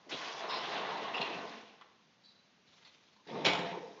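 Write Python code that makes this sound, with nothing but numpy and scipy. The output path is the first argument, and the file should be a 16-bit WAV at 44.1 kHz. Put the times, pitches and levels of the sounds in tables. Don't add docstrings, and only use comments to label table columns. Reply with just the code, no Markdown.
import sys
import numpy as np
from scipy import signal
from scipy.io import wavfile
from scipy.ndimage import uniform_filter1d

SR = 44100
rng = np.random.default_rng(int(sys.argv[2]) if len(sys.argv) > 2 else 0)


def master_out(mix):
    frames = np.transpose(np.atleast_2d(mix))
    ceiling = np.clip(frames, -1, 1)
    pcm = np.round(ceiling * 32767).astype(np.int16)
    wavfile.write(sys.argv[1], SR, pcm)


def boost(x):
    u = np.asarray(x, float) / 20
    return 10 ** u


N = 176400

# [f/Hz, level/dB]
WASH_COLOUR = [(30, -33), (90, -14.5), (200, -1.5), (300, -8), (1000, -13), (4000, -14.5), (6500, -22),
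               (7600, -44.5), (9000, -56.5)]
# [f/Hz, t60/s]
HALL_DECAY = [(100, 0.66), (400, 0.99), (1000, 0.86), (2500, 0.67), (5000, 0.36), (8000, 0.45)]

# [t/s, hinge hiss level/dB]
DRIFT_LEVEL = [
    (2.62, -80),
    (2.7, -67.5),
    (2.88, -65),
    (3.0, -69),
    (3.27, -74),
]
# [f/Hz, level/dB]
HINGE_COLOUR = [(100, -4), (400, -7.5), (2000, -7.5), (3900, -3), (4600, -8), (6600, -13.5), (8000, -36.5)]

# [t/s, level/dB, length/s]
PIN_SQUEAKS = [
    (2.234, -60.5, 0.013),
    (2.248, -56.5, 0.019),
    (2.274, -62.5, .05),
    (2.35, -67, 0.04),
    (2.4, -79, 0.096),
]
# [f/Hz, width/Hz, level/dB]
PIN_MODES = [(3330, 60, -20), (3830, 44, -5), (4000, 35, 4.5), (4480, 25, -1), (4510, 7, 3)]

# [t/s, level/dB]
METAL_SNAPS = [
    (1.145, -36),
    (1.2173, -31.5),
    (1.8132, -50),
]
# [t/s, level/dB, f/Hz, length/s, spread/0-1]
HINGE_CHINKS = [(0.061, -58.5, 400, 0.059, 0.4), (0.088, -57, 2010, 0.0093, 0),
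                (0.118, -46, 335, 0.037, 0.53), (0.123, -44, 3600, 0.027, 0.07),
                (0.123, -46.5, 2660, 0.012, 0.04), (0.39, -51, 3400, .015, 0),
                (0.484, -53.5, 5320, 0.063, 0), (0.495, -44, 4580, 0.019, 0.08),
                (0.494, -42.5, 3960, 0.021, 0.03), (0.535, -46.5, 4520, 0.054, 0.1),
                (.59, -55, 5270, .03, 0.01), (0.586, -66, 5870, 0.03, 0.04),
                (1.137, -44, 2680, 0.0032, 0.15), (1.143, -35, 2740, 0.014, 0.02),
                (1.146, -55.5, 5170, 0.029, 0.02), (1.172, -41, 2960, 0.017, 0.14),
                (1.212, -36.5, 2630, 0.018, 0.03), (1.216, -36.5, 850, 0.004, 0.18),
                (1.207, -40.5, 3790, 0.023, 0.08), (1.247, -47, 2560, 0.02, 0.2),
                (1.263, -52, 2537, 0.1, 0)]
# [t/s, level/dB, f/Hz, length/s, spread/0-1]
TUBE_BOOMS = [(0.413, -48.5, 680, 0.061, 0.01), (0.444, -54.5, 457, 0.078, 0.03),
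              (0.479, -46.5, 1072, 0.12, 0.07), (0.738, -53.5, 203, 0.036, .1),
              (0.764, -49, 680, 0.078, .06), (0.803, -49.5, 1007, 0.061, 0.05),
              (0.907, -44.5, 913, .06, 0.02), (0.993, -46.5, 479, 0.047, 0.17),
              (1.037, -45.5, 1120, 0.03, 0.01), (1.13, -49.5, 710, 0.1, 0), (1.192, -47.5, 185, 0.035, .05),
              (1.195, -45.5, 425, .04, .12), (1.34, -51.5, 193, 0.051, 0.07), (1.372, -52.5, 437, 0.08, 0),
              (1.493, -60.5, 224, .14, 0)]
# [t/s, level/dB, f/Hz, length/s, spread/0-1]
SETTLING_TICKS = [(1.81, -53, 1175, 0.011, 0.11), (1.814, -56.5, 1690, 0.0086, 0.16),
                  (1.809, -63.5, 3130, 0.011, 0.04), (2.29, -75, 4900, .035, 0),
                  (2.729, -66, 3800, 0.013, 0.05), (2.764, -65.5, 3260, 0.0079, 0.55),
                  (2.846, -63.5, 2484, 0.03, 0.33), (2.847, -56.5, 3920, 0.01, 0.1),
                  (2.86, -63.5, 4000, 0.029, 0.04), (3.162, -69.5, 984, .05, 0.04),
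                  (3.356, -49, 680, 0.057, 0), (3.678, -61, 165, 0.062, 0.14),
                  (3.727, -46, 880, 0.045, 0.07), (3.74, -45, 420, 0.046, 0.08),
                  (3.807, -51, 478, 0.065, 0), (3.869, -59, 450, 0.021, 0.14),
                  (3.893, -60, 440, 0.031, 0.06), (3.975, -58.5, 994, 0.037, 0.01)]
# [f/Hz, level/dB]
TICK_COLOUR = [(300, -21), (900, 17), (4000, 2.5), (6500, -12.5), (8000, -52.5)]

# [t/s, crack level/dB, thud level/dB]
SLAM_BLOWS = [
    (3.445, -33, -39),
    (3.449, -25.5, -32.5),
    (3.458, -24.5, -32),
    (3.463, -25.5, -28),
    (3.471, -38.5, -27),
    (3.483, -32, -28.5),
    (3.495, -36.5, -31.5),
    (3.531, -38, -29.5),
    (3.549, -45, -30),
    (3.588, -50, -33),
]
# [f/Hz, level/dB]
CRACK_COLOUR = [(90, -26), (170, 1.5), (600, -1), (1800, -4.5), (2300, 0), (3700, 0.5), (4300, -8),
                (5700, -7), (6300, -19), (6900, -12), (8100, -38.5)]
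# [f/Hz, level/dB, t60/s]
FRAME_MODES = [(2262, -4, 0.45), (2370, -10, 0.62), (2700, -20, .3), (3160, -7, .4), (3220, -1.5, 0.31),
               (3820, -13, 0.5), (3677, -3, .12), (3900, -17, .4), (4500, -22, .3), (4930, -13, .3),
               (5750, -17, .3), (6840, -10, 0.25)]
# [f/Hz, level/dB, t60/s]
LEAF_MODES = [(178.8, 4, 0.3), (313, -8.5, 0.28), (427, -6.5, 0.4), (494, 4, 0.26), (543, -8.5, 0.19),
              (680, 3.5, 0.099), (804, -2.5, .25), (881, -1, 0.72), (917, -12, .2), (1085, -19, 0.17),
              (1243, -16, .4), (1360, -18, 0.11)]

# [t/s, roller load level/dB, track hiss over load/dB, fine air over load/dB]
FIRST_PULL = [(0, -63, -13, -16.5), (.088, -71.5, 3, -5), (.097, -50, 4.5, -5), (.224, -46, 0, -8.5),
              (.398, -46, -4.5, -10), (.45, -39.5, -6, -24), (.474, -42.5, -7, -18),
              (.51, -41.5, -2, -23.5), (.708, -41, -3.5, -16), (.834, -40, -5, -21.5), (1.04, -43, -5, -20),
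              (1.124, -42.5, -7.5, -22.5), (1.25, -43, -4.5, -18.5), (1.4, -45.5, -7, -18.5),
              (1.48, -47.5, -6, -17.5), (1.55, -57.5, 3, -7.5), (1.65, -66, 2.5, -6), (1.95, -72, -4, -21)]
# [t/s, load level/dB, hiss over load/dB, air over load/dB]
SECOND_PULL = [
    (3.266, -57, -22, -17),
    (3.275, -54.5, 1.5, -15),
    (3.33, -40, -14.5, -28),
    (3.44, -40.5, -12.5, -26),
    (3.7, -53.5, 2.5, -11),
    (3.78, -55, -5.5, -13.5),
    (3.93, -66.5, 0, -5),
    (4, -67, 0, -5),
]
# [f/Hz, level/dB]
FIRST_RUMBLE = [(60, -31.5), (140, -16.5), (200, -7), (350, -7.5), (700, -0.5), (1050, 1.5), (1350, -5.5),
                (2000, -4), (3000, -70)]
SECOND_RUMBLE = [(60, -35), (175, 4.5), (400, -2), (900, -12), (1300, -17), (2000, -39), (3000, -57.5)]
# [f/Hz, width/Hz, level/dB]
FIRST_TUBES = [(195, 54, -1), (444, 82, 9), (680, 56, 10), (830, 28, -7), (980, 120, 10), (1075, 17, -2)]
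SECOND_TUBES = [(185, 15, 1.5), (419, 54, 4), (438, 15, -14.5), (680, 23, -1.5), (877, 13, 1),
                (1040, 34, -13)]
# [f/Hz, level/dB]
FIRST_HISS = [(800, -19.5), (1400, 1), (1870, 3), (2750, 5.5), (4100, 3.5), (4500, -4), (6000, -20),
              (7200, -60.5)]
SECOND_HISS = [(900, -24), (1800, 7), (3000, 1), (3900, 6), (4400, -6.5), (5700, -9), (7000, -61.5)]
# [f/Hz, level/dB]
AIR_COLOUR = [(3500, -27.5), (4600, 6), (5500, 4.5), (6600, -1.5), (7500, -17), (9000, -53.5)]


def evened(x):
    return x / np.sqrt(np.mean(x ** 2) + 1e-20)


def read(points, hz):
    f, value = np.transpose(points)
    return np.interp(np.log(hz + 1), np.log(f + 1), value)


def colour(x, points):
    log_gain = read(points, np.fft.rfftfreq(4096, 1 / SR)) * np.log(10) / 20
    log_gain[[0, -1]] = min(log_gain)
    full = signal.hilbert(np.r_[log_gain, log_gain[-2:0:-1]])
    response = np.fft.ifft(np.exp(np.conj(full))).real[:2048]
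    return signal.oaconvolve(x, response)[:len(x)]


def resonate(x, hz, width):
    r = np.exp(-np.pi * width / SR)
    return 2 * signal.lfilter([1 - r], [1, -r * np.exp(2j * np.pi * hz / SR)], x).real


def slow(span_s):
    size = max(int(span_s * SR), 2)
    once = uniform_filter1d(rng.standard_normal(N), size)
    return evened(uniform_filter1d(once, size))


def curve(times, levels_db):
    return boost(np.interp(np.arange(N) / SR, times, levels_db, -200, -200))


def grit(per_s, spread_db):
    size = boost(spread_db * np.minimum(rng.exponential(1, N), 4))
    size = size * rng.choice([-1, 1], N)
    return evened(size * (rng.random(N) < per_s / SR))


def burst(start, length, level_db, t60, size=N):
    t = np.arange(size) / SR - start
    return np.clip(t / 0.0032, 0, 1) * boost(level_db - 60 * np.clip(t - length, 0, 9) / t60)


def wash():
    return boost(-69.5 + slow(0.24)) * evened(colour(rng.standard_normal(N), WASH_COLOUR))


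def hall(x):
    starts = np.arange(300, SR - 20, 20)
    taps = np.zeros(SR)
    taps[starts + rng.integers(0, 20, len(starts))] = rng.choice([-1., 1.], len(starts))
    hz, t, z = signal.stft(taps, SR, nperseg=256)
    fade = boost(-60 * t / read(HALL_DECAY, hz)[:, None])
    tail = signal.istft(z * fade, SR, nperseg=256)[1]
    return signal.fftconvolve(x, tail / np.linalg.norm(tail))[:N]


def drift():
    rub = grit(5000, 2.2) * boost(2 * slow(0.013))
    times, levels = np.transpose(DRIFT_LEVEL)
    return evened(colour(rub, HINGE_COLOUR)) * curve(times, levels)


def squeak():
    slips = sum(burst(s, length, db, 0.042) for s, db, length in PIN_SQUEAKS)
    drive = resonate(grit(6000, 1.5), 4200, 2500) * slips
    return sum(boost(db + 16) * resonate(drive, hz, width) for hz, width, db in PIN_MODES)


def snaps():
    hits = np.zeros(N)
    for s, db in METAL_SNAPS:
        hits[round(s * SR)] = boost(db)
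    out = np.zeros(N)
    for hz in (950, 2700, 3800):
        twice = resonate(resonate(hits, hz, hz / 2), hz, hz / 2)
        out += 2 * twice / np.sqrt(hz / SR)
    return out


def chinks():
    out = np.zeros(N)
    rattle = grit(4000, 1.5)
    tick = evened(colour(rattle, TICK_COLOUR))
    lead = 900
    for s, db, hz, length, spread in [*HINGE_CHINKS, *TUBE_BOOMS, *SETTLING_TICKS]:
        a, b = round(s * SR), min(round((s + length + .2) * SR), N)
        width_hz = 50 + .4 * spread * hz
        ring = np.zeros(b - a)
        for f in hz * 2 ** ((spread + .035) * np.linspace(-1, 1, num=5)):
            once = resonate(rattle[a - lead:b], f, width_hz)
            ring += resonate(once, f, 2 * width_hz)[lead:]
        ring = ring / np.std(ring[:round(length * SR)])
        if hz > 2000:
            ring = ring + boost(-11) * tick[a:b]
        out[a:b] += ring * burst(0, length, db, 0.04, size=b - a)
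    return out


def slam():
    noise = rng.standard_normal(N)
    crack = noise * sum(burst(s, 0.003, db, 0.038) for s, db, _ in SLAM_BLOWS)
    thud = noise * sum(burst(s, 0.0047, db, 0.035) for s, _, db in SLAM_BLOWS)
    ring = np.zeros(N)
    for drive, modes in ((crack, FRAME_MODES), (thud, LEAF_MODES)):
        for hz, db, t60 in modes:
            ring += boost(db) * np.sqrt(t60) * resonate(drive, hz, 5.5 / t60)
    unit = np.linalg.norm(colour(np.eye(1, 2048)[0], CRACK_COLOUR))
    return colour(crack, CRACK_COLOUR) / unit + boost(21.5) * ring


def flutter(x):
    out = x.copy()
    for hz in (1700, 2400, 3200, 4000, 5000):
        out += (boost(2.2 * slow(.02) - 1) - 1) * resonate(x, hz, 600)
    return out


def track_hiss(shape):
    return evened(colour(grit(6000, 1.5) * boost(.9 * slow(.015)), shape))


def rollers(table, body, tubes, track, ring_db):
    times, load, hiss, air = np.transpose(table)
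    late_s = np.clip(np.arange(N) / SR - times[0], 0, 1.5) - .9
    darken_db = 6.5
    shake = grit(2000, 1.9) * boost(0.67 * slow(0.016))
    ring = np.zeros(N)
    for hz, width, db in tubes:
        level_db = db + 2.5 * slow(0.013) - darken_db * np.log2(hz / 700) * late_s
        ring += boost(level_db) * evened(resonate(shake, hz, width))
    broad = evened(colour(shake, body))
    broad += (boost(darken_db * late_s) - 1) * resonate(broad, 250, 290)
    low_pass = signal.butter(4, 3000, fs=SR, output="sos")
    rumble = evened(signal.sosfilt(low_pass, broad + boost(ring_db) * evened(ring)))
    out = rumble * curve(times, load)
    out += track_hiss(track) * curve(times, load + hiss)
    return out + track_hiss(AIR_COLOUR) * curve(times, load + air)


def scene():
    first = rollers(FIRST_PULL, FIRST_RUMBLE, FIRST_TUBES, FIRST_HISS, ring_db=-6)
    second = rollers(SECOND_PULL, SECOND_RUMBLE, SECOND_TUBES, SECOND_HISS, ring_db=-7)
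    rolling = first + second + drift()
    small = chinks() + squeak() + snaps()
    bang = slam()
    room = hall(boost(-8) * rolling + boost(-8.5) * small + boost(-4) * bang)
    door = flutter(rolling) + small + bang + room
    bass_cut = signal.butter(3, 105, "high", fs=SR, output="sos")
    mix = signal.sosfilt(bass_cut, door) + wash()
    return np.array([mix, mix])


def band_limit(x):
    return signal.sosfilt(signal.butter(12, 8070, fs=SR, output="sos"), x)


def record(dry):
    limited = .2 * np.tanh(dry / .2)
    thin = signal.lfilter(*signal.butter(1, 30, "high", fs=SR), limited)
    band = signal.firwin(201, 7530, window=("kaiser", 8), fs=SR)
    narrow = signal.oaconvolve(thin, band[None], "same")
    return band_limit(narrow)


dry = scene()
out = record(dry)
master_out(out)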